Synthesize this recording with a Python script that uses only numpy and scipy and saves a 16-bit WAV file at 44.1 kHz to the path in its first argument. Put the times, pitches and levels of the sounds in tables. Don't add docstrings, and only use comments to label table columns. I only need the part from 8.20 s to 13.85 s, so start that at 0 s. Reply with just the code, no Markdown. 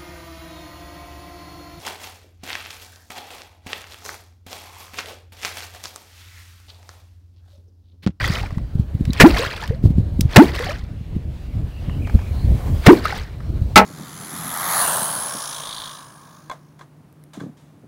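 import sys
import numpy as np
from scipy import signal
from scipy.fft import rfft, irfft, next_fast_len
from scipy.io import wavfile
from scipy.ndimage import uniform_filter1d, map_coordinates

SR = 44100
rng = np.random.default_rng(int(sys.argv[2]) if len(sys.argv) > 2 else 0)


def file_out(sig):
    cols = np.atleast_2d(sig).T
    lim = np.clip(cols, -1, 1)
    pcm = np.round(lim * 32767).astype(np.int16)
    wavfile.write(sys.argv[1], SR, pcm)


N = 249165

# (time [s], slap [dB], slap rise [s], slap hold [s], pocket delay [s], gulp [dB],
# start pitch [Hz], end pitch [Hz], glide [s], gulp life [s], second gulp delay [s], second gulp [dB])
STROKES = [(0.998, 1, 0.0034, 0.017, 0.035, 15, 77.7, 338.4, .011, 0.03, 0.063, -16),
           (2.159, 7.5, 0.0036, 0.0072, .0105, 17, 46.5, 355.3, .023, 0.04, 0.071, -6.5),
           (4.661, -4, 0.0029, 0.013, .0115, 17.5, 69.9, 398.4, .02, 0.035, 0.057, 4)]
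# (time [s], level [dB])
HANDLING = [(0, -24.5), (.45, -26), (.65, -23.5), (1.1, -28), (1.4, -32.5), (1.7, -21.5), (2.05, -24),
            (2.3, -28.5), (2.8, -28.5), (3.2, -27), (3.5, -24.5), (3.85, -23.5), (4.55, -22), (4.9, -30),
            (5.15, -30.5), (5.33, -20.5), (5.65, -25.5)]


def amp(db):
    return 10 ** (np.asarray(db) / 20)


def unit(x):
    return x / np.sqrt(np.mean(x ** 2) + 1e-20)


def seconds(size):
    return np.arange(size) / SR


def add(track, at_s, sound):
    start = max(round(at_s * SR), 0)
    track[start:start + len(sound)] += sound[:max(len(track) - start, 0)]


def filtered(x, response):
    size = next_fast_len(len(x) + 8192)
    return irfft(rfft(x, size) * response(np.fft.rfftfreq(size, 1 / SR)), size)[:len(x)]


def coloured(x, spectrum):
    hz, db = np.transpose(spectrum)
    return unit(filtered(x, lambda f: amp(np.interp(np.log(f + 1), np.log(hz + 1), db))))


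def noise(spectrum, size):
    return coloured(rng.standard_normal(size), spectrum)


def wobble(rate_hz, size=N):
    t = seconds(size)
    coarse = t[::16]
    knots = rng.standard_normal(int(size * rate_hz / SR) + 4)
    return np.interp(t, coarse, map_coordinates(knots, [coarse * rate_hz]))


def patchy(x, depth_db):
    bands = signal.stft(x, nperseg=512)[2]
    field = rng.standard_normal(bands.shape)
    for _ in range(2):
        field = uniform_filter1d(uniform_filter1d(field, size=4, axis=0), size=14, axis=1)
    return unit(signal.istft(bands * amp(depth_db * unit(field)), nperseg=512)[1][:N])


def open_air(recovery_db_per_s=11.5):
    # (frequency [Hz], density [dB])
    air_spectrum = [(100, -26.5), (400, 0.5), (750, -3), (1300, -9), (2500, -13), (4000, -15), (6000, -25),
                    (16000, -35.5)]
    hiss_spectrum = [(500, -31), (2000, -6), (4300, -10), (6500, -7.5), (10000, -8), (15500, -8)]
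    # (time [s], hiss gain [dB])
    dips = [(-.2, -19.5), (1.0, -20), (2.16, -20.5), (4.66, -13)]
    t, dip_db = seconds(N), np.zeros(N)
    for at_s, depth_db in dips:
        dip_db = np.where(t >= at_s, depth_db + recovery_db_per_s * (t - at_s), dip_db)
    air = amp(-45.5 + 0.51 * dip_db + 1.4 * wobble(27)) * patchy(noise(air_spectrum, N), depth_db=2)
    hiss = amp(-56 + dip_db + 0.6 * wobble(7.3)) * noise(hiss_spectrum, N)
    return air + hiss


def birds(blur=0.065, rasp_db=3, half_call_s=0.086):
    # (time [s], level [dB], pitch [Hz])
    calls = [(3.583, -51.5, 2750), (3.725, -47, 2880), (3.865, -43, 2370), (4.06, -46.5, 2320),
             (4.2, -47.5, 4230)]
    out, t = np.zeros(N), seconds(SR // 2) - 0.25
    for at_s, db, hz in calls:
        pitch_hz = hz * (1 + blur * wobble(400, len(t)))
        envelope = amp(db + rasp_db * wobble(120, len(t))) * np.exp(-2 * (t / half_call_s) ** 2)
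        add(out, at_s + t[0], envelope * glide(pitch_hz))
    return out


def glide(hz):
    return np.sin(2 * np.pi * np.cumsum(hz) / SR)


def handling_db(at_s):
    return np.interp(at_s, *np.transpose(HANDLING))


def rumble():
    # (frequency [Hz], density [dB])
    spectrum = [(12, -26.5), (20, -10.5), (43, 2), (72, 3.5), (167, -9), (225, -15.5), (299, -19),
                (375, -26), (451, -28.5), (600, -30), (780, -39), (1320, -120)]
    return amp(handling_db(seconds(N)) + 3.8 * wobble(12)) * noise(spectrum, N)


def nudges(per_s=3.5, over_rumble_db=7.5, spread_db=1.5, centre_hz=88):
    when, size, pitch = rng.random((int(per_s * N / SR), 3)).T
    at_s = when * N / SR
    db = handling_db(at_s) + over_rumble_db + spread_db * (2 * size - 1)
    return list(zip(at_s, db, centre_hz * 2 ** (pitch - 0.5)))


def bumps(width_cycles=0.25, boom_hz=68, boom_db=-14, boom_t60_s=0.22, scuff_db=-19, scuff_s=0.012):
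    # (time [s], level [dB], nominal pitch [Hz])
    strong_bumps = [(0.104, -9.5, 140), (0.376, -9.5, 132), (0.556, -7, 106), (0.599, -4, 110),
                    (0.752, -8, 115), (0.811, -5.5, 169), (0.88, -6, 117), (0.901, -5.5, 185),
                    (1.503, -7.5, 93), (1.641, -2.5, 164), (1.657, 5, 101), (1.677, -6.5, 84),
                    (1.707, -3, 146), (1.784, -2.5, 169), (1.803, -6, 109), (1.995, -4.5, 194),
                    (2.017, -8, 108), (2.056, -4, 104), (2.814, -18, 127), (2.966, -10.5, 189.7),
                    (3.953, 3.5, 62), (4.248, -6, 99), (5.422, -5, 80)]
    # (frequency [Hz], density [dB])
    scuff_spectrum = [(40, 0), (150, 6), (300, -2.5), (500, -17), (800, -30.5), (2000, -42.5),
                      (4000, -36.5), (6000, -46)]
    out, t = np.zeros(N), seconds(SR // 3) - 0.03
    age_s = np.maximum(t, 0)
    for at_s, db, hz in strong_bumps + nudges():
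        swing = np.cos(2 * np.pi * hz * 0.97 * t) / np.cosh(hz * t / width_cycles)
        ring_hz = boom_hz * np.exp(rng.normal(0, 0.072))
        envelope = amp(boom_db - 60 * age_s / boom_t60_s) * (1 - np.exp(-age_s / 0.0031))
        boom = -np.sin(2 * np.pi * ring_hz * age_s) * envelope
        scuff = amp(scuff_db) * np.exp(-np.abs(t) / scuff_s) * noise(scuff_spectrum, len(t))
        add(out, at_s + t[0], amp(db) * (swing + boom + scuff))
    return out


def taps(t60_s=0.029):
    # (time [s], relative level [dB])
    contacts = [(0.307, -32), (0.382, -30.5), (3.696, -29), (3.872, -22.5), (3.897, -25.5), (3.99, -28.5),
                (4.016, -30.5), (5.204, -32)]
    # (frequency [Hz], density [dB])
    spectrum = [(300, -20), (650, -5.5), (950, 1.5), (1300, -8), (2100, -9.5), (2700, -24.5), (6000, -30),
                (16000, -51.5)]
    out, t = np.zeros(N), seconds(SR // 10)
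    for at_s, db in contacts:
        add(out, at_s, amp(db - 2 - 60 * t / t60_s) * noise(spectrum, len(t)))
    return out


def ticks(t60_s=0.015, tail_db=-22, tail_t60_s=0.09):
    # (time [s], relative level [dB], centre [Hz])
    cracks = [(0.041, -11, 1800), (0.0777, -6, 1570), (0.1835, -17, 1700), (0.8527, -14.5, 2400),
              (0.9327, -10, 4300), (1.1935, -10, 1600), (1.4768, -17, 3000), (2.0088, -1, 5600),
              (2.353, -17.5, 1700), (2.3916, -9, 1840), (2.4445, -16.5, 4320), (4.854, -10.5, 900),
              (4.978, -13.5, 1000)]
    out, t = np.zeros(N), seconds(SR // 8)
    envelope = amp(-60 * t / t60_s) + amp(tail_db - 60 * t / tail_t60_s)
    for at_s, db, hz in cracks:
        spectrum = [(hz / 4, -20), (hz * 0.55, -5), (hz, 0), (hz * 1.5, -6), (hz * 5, -20)]
        add(out, at_s, amp(db - 13) * envelope * noise(spectrum, len(t)))
    return out


def knock(at_s=5.5585, rebound_s=0.017, clatter_t60_s=0.16, crack_t60_s=0.074):
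    # (frequency [Hz], relative level [dB], t60 [s])
    modes = [(194.4, -12, 0.39), (233.6, -6, 0.15), (430, -16, 0.27), (625.4, -6, 0.2), (690, -6, 0.066),
             (827, -0.5, 0.17), (888.4, -2, 0.17), (1301, 3, 0.12), (1331, 1, 0.11), (1490, -1, 0.079),
             (1461, -9.5, .13), (2040, 1.5, 0.082), (2225, 1, 0.071), (2660, -21, 0.084), (3140, -9.5, .08),
             (4070, -20.5, 0.0584), (4900, -19.5, .06)]
    # (frequency [Hz], density [dB])
    clatter_spectrum = [(100, -6), (700, 4), (1500, -4.5), (2400, -6), (3500, -27), (6000, -38),
                        (16000, -47.5)]
    crack_spectrum = [(500, -18), (2000, 1), (4500, -2), (8000, -15), (16000, -17.5)]
    out, t = np.zeros(N), seconds(SR // 3)
    ring = sum(amp(db + 5 - 60 * t / t60_s) * np.sin(2 * np.pi * (hz * t + rng.random()))
               for hz, db, t60_s in modes)
    clatter = amp(4 - 60 * t / clatter_t60_s) * noise(clatter_spectrum, len(t))
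    add(out, at_s, (ring + clatter) * (1 - np.exp(-t / 0.0026)))
    for hit_s in (at_s, at_s + rebound_s):
        add(out, hit_s, amp(-3 - 60 * t / crack_t60_s) * noise(crack_spectrum, len(t)))
    return out


def bubbles(t60_cycles=70, waver=0.041, climb_s=0.024):
    # (time [s], relative level [dB], pitch [Hz], mean glide over climb_s [oct/s])
    rings = [(.043, -16, 1843, 6.5), (.056, -19.5, 3520, 16), (.235, -30.5, 758, 22), (.906, -27, 3900, -7),
             (1.195, -21.5, 448, 7), (1.425, -28.5, 904, 1.5), (1.508, -26.5, 442, 5.5),
             (2.4, -23, 476, 3.5), (2.466, -26.5, 734, 1), (2.49, -25.5, 565, 4), (4.854, -11.5, 1244, 20),
             (4.924, -25.5, 780, -4)]
    out, t = np.zeros(N), seconds(SR // 6)
    age_s = np.minimum(t, 0.07)
    attack = 1 - np.exp(-t / 0.00026)
    for at_s, db, hz, oct_per_s in rings:
        t60_s = t60_cycles / hz
        shake = wobble(152, len(t))
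        octaves = oct_per_s * age_s * np.sqrt(age_s / climb_s)
        pitch_hz = hz * 2 ** octaves * (1 + waver * shake)
        add(out, at_s, amp(db + 4.5 + 2.2 * shake - 60 * t / t60_s) * attack * glide(pitch_hz))
    return out


def droplets(per_s, low_hz, high_hz, decay_cycles, spread_db):
    t = seconds(SR // 80)
    when, pitch, size = rng.random((int(per_s * N / SR), 3)).T
    hz = low_hz * (high_hz / low_hz) ** pitch[:, None]
    gain = amp(-spread_db * np.log(1 - 0.98 * size))[:, None]
    rings = gain * np.sin(2 * np.pi * hz * t * (1 + 6 * t)) * np.exp(-t * hz / decay_cycles)
    index = (when[:, None] * N).astype(int) + np.arange(len(t))
    patter = np.bincount(index.ravel(), rings.ravel(), N)[:N]
    return unit(np.diff(patter, prepend=0))


def swell_db(at_s, hold_s=0, rise_db_per_s=901, sag_db_per_s=0, fade_db_per_s=150.5):
    t = seconds(N) - at_s
    return (rise_db_per_s * np.minimum(t, 0) - sag_db_per_s * np.clip(t, 0, hold_s)
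            - fade_db_per_s * np.maximum(t - hold_s, 0))


def spray_envelope(mist_delay_s=0.066):
    # (swish lead [s], swish [dB], mist [dB])
    splashes = [(0.054, -32.5, -21.5), (0.027, -30, -24.5), (0.0073, -28.5, -30.5)]
    # (time [s], level [dB], hold [s])
    showers = [(0.013, -26, .19), (1.14, -25, 0.27), (2.354, -28.5, 0.17), (4.852, -28, .115)]
    swells = []
    for (at_s, *_), (lead_s, swish_db, mist_db) in zip(STROKES, splashes):
        swells.append(swish_db + swell_db(at_s - lead_s, lead_s, rise_db_per_s=437, fade_db_per_s=437))
        swells.append(mist_db + swell_db(at_s + mist_delay_s, fade_db_per_s=113))
    for at_s, db, hold_s in showers:
        swells.append(db - 3 + swell_db(at_s, rise_db_per_s=120))
        swells.append(db + swell_db(at_s, hold_s, sag_db_per_s=26.5))
    return amp(np.max(swells, axis=0))


def spray(foam_gain=0.69, plop_db=-11, crackle_db=-13, impacts_per_s=350, clump_db=2.3):
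    # (frequency [Hz], gain [dB])
    drop_spectrum = [(240, -14), (400, 2), (600, -2), (950, -9.5), (1300, -8), (2000, -6.5), (2600, -12),
                     (4700, -15), (6600, -28), (15500, -29.5)]
    crackle_spectrum = [(900, -30), (2200, -7.5), (4500, 4), (8000, -10.5), (15500, -15.5)]
    fine = droplets(per_s=1800, low_hz=795, high_hz=9030, decay_cycles=5.7, spread_db=5)
    plops = droplets(per_s=260, low_hz=550, high_hz=2600, decay_cycles=7, spread_db=4.5)
    foam = foam_gain * rng.standard_normal(N)
    water = coloured(fine + amp(plop_db) * plops + foam, drop_spectrum)
    impacts = (rng.random(N) < impacts_per_s / SR) * rng.standard_normal(N)
    decay = np.exp(-seconds(SR // 100) / 0.003)
    sputter = signal.fftconvolve(np.abs(impacts), decay)[:N] * rng.standard_normal(N)
    water += amp(crackle_db) * coloured(sputter, crackle_spectrum)
    return spray_envelope() * amp(clump_db * wobble(45)) * water


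def clonk(slap_t60_s=0.081, foam_db=-30, foam_t60_s=0.35, swell_s=0.0065, churn_db=-19):
    # (frequency [Hz], density [dB])
    churn_spectrum = [(80, -22.5), (250, 0), (340, 0), (450, -9), (900, -18.5), (4000, -41)]
    # (frequency [Hz], density [dB])
    slap_spectrum = [(100, 4.5), (350, 4.5), (1100, -4.5), (1800, 4), (3700, -9.5), (6000, -17),
                     (10000, -23.5), (16000, -25.5)]
    out, t = np.zeros(N), seconds(SR // 2)
    for (at_s, slap_db, rise_s, hold_s, delay_s, gulp_db,
         start_hz, end_hz, glide_s, life_s, second_s, second_db) in STROKES:
        entry = (1 - np.exp(-(t / rise_s) ** 2)) * amp(-60 * np.maximum(t - hold_s, 0) / slap_t60_s)
        foam = amp(foam_db - 60 * t / foam_t60_s)
        add(out, at_s, (amp(slap_db) * entry + foam) * noise(slap_spectrum, len(t)))
        pocket_s = at_s + delay_s
        pitch_hz = end_hz + (start_hz - end_hz) * np.exp(-(t / glide_s) ** 1.4)
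        pitch_hz *= 1 + 0.073 * wobble(186.3, len(t))
        envelope = (1 - np.exp(-t / swell_s)) * np.exp(-(t / life_s) ** 2.43)
        add(out, pocket_s, amp(gulp_db) * envelope * glide(pitch_hz))
        age = t / 0.0043
        pulse = amp(second_db) * age * np.exp((1 - age ** 2) / 2)
        add(out, pocket_s + second_s, pulse * np.sin(2 * np.pi * 0.86 * end_hz * t))
        churn = (1 - np.exp(-t / 0.0037)) * noise(churn_spectrum, len(t))
        add(out, pocket_s, amp(gulp_db + churn_db - 60 * t / 0.27) * churn)
    return out


def scene():
    water = clonk() + spray() + bubbles()
    boat = ticks() + taps() + bumps() + knock()
    return (water + boat + birds() + rumble() + open_air())[None]


def record(dry, ceiling=0.96, band_limit_hz=15750):
    x = dry[0]
    clipped = x / (1 + np.abs(x / ceiling) ** 10) ** (1 / 10)
    return filtered(clipped, lambda hz: hz < band_limit_hz)[None]


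dry = scene()
out = record(dry)
file_out(out)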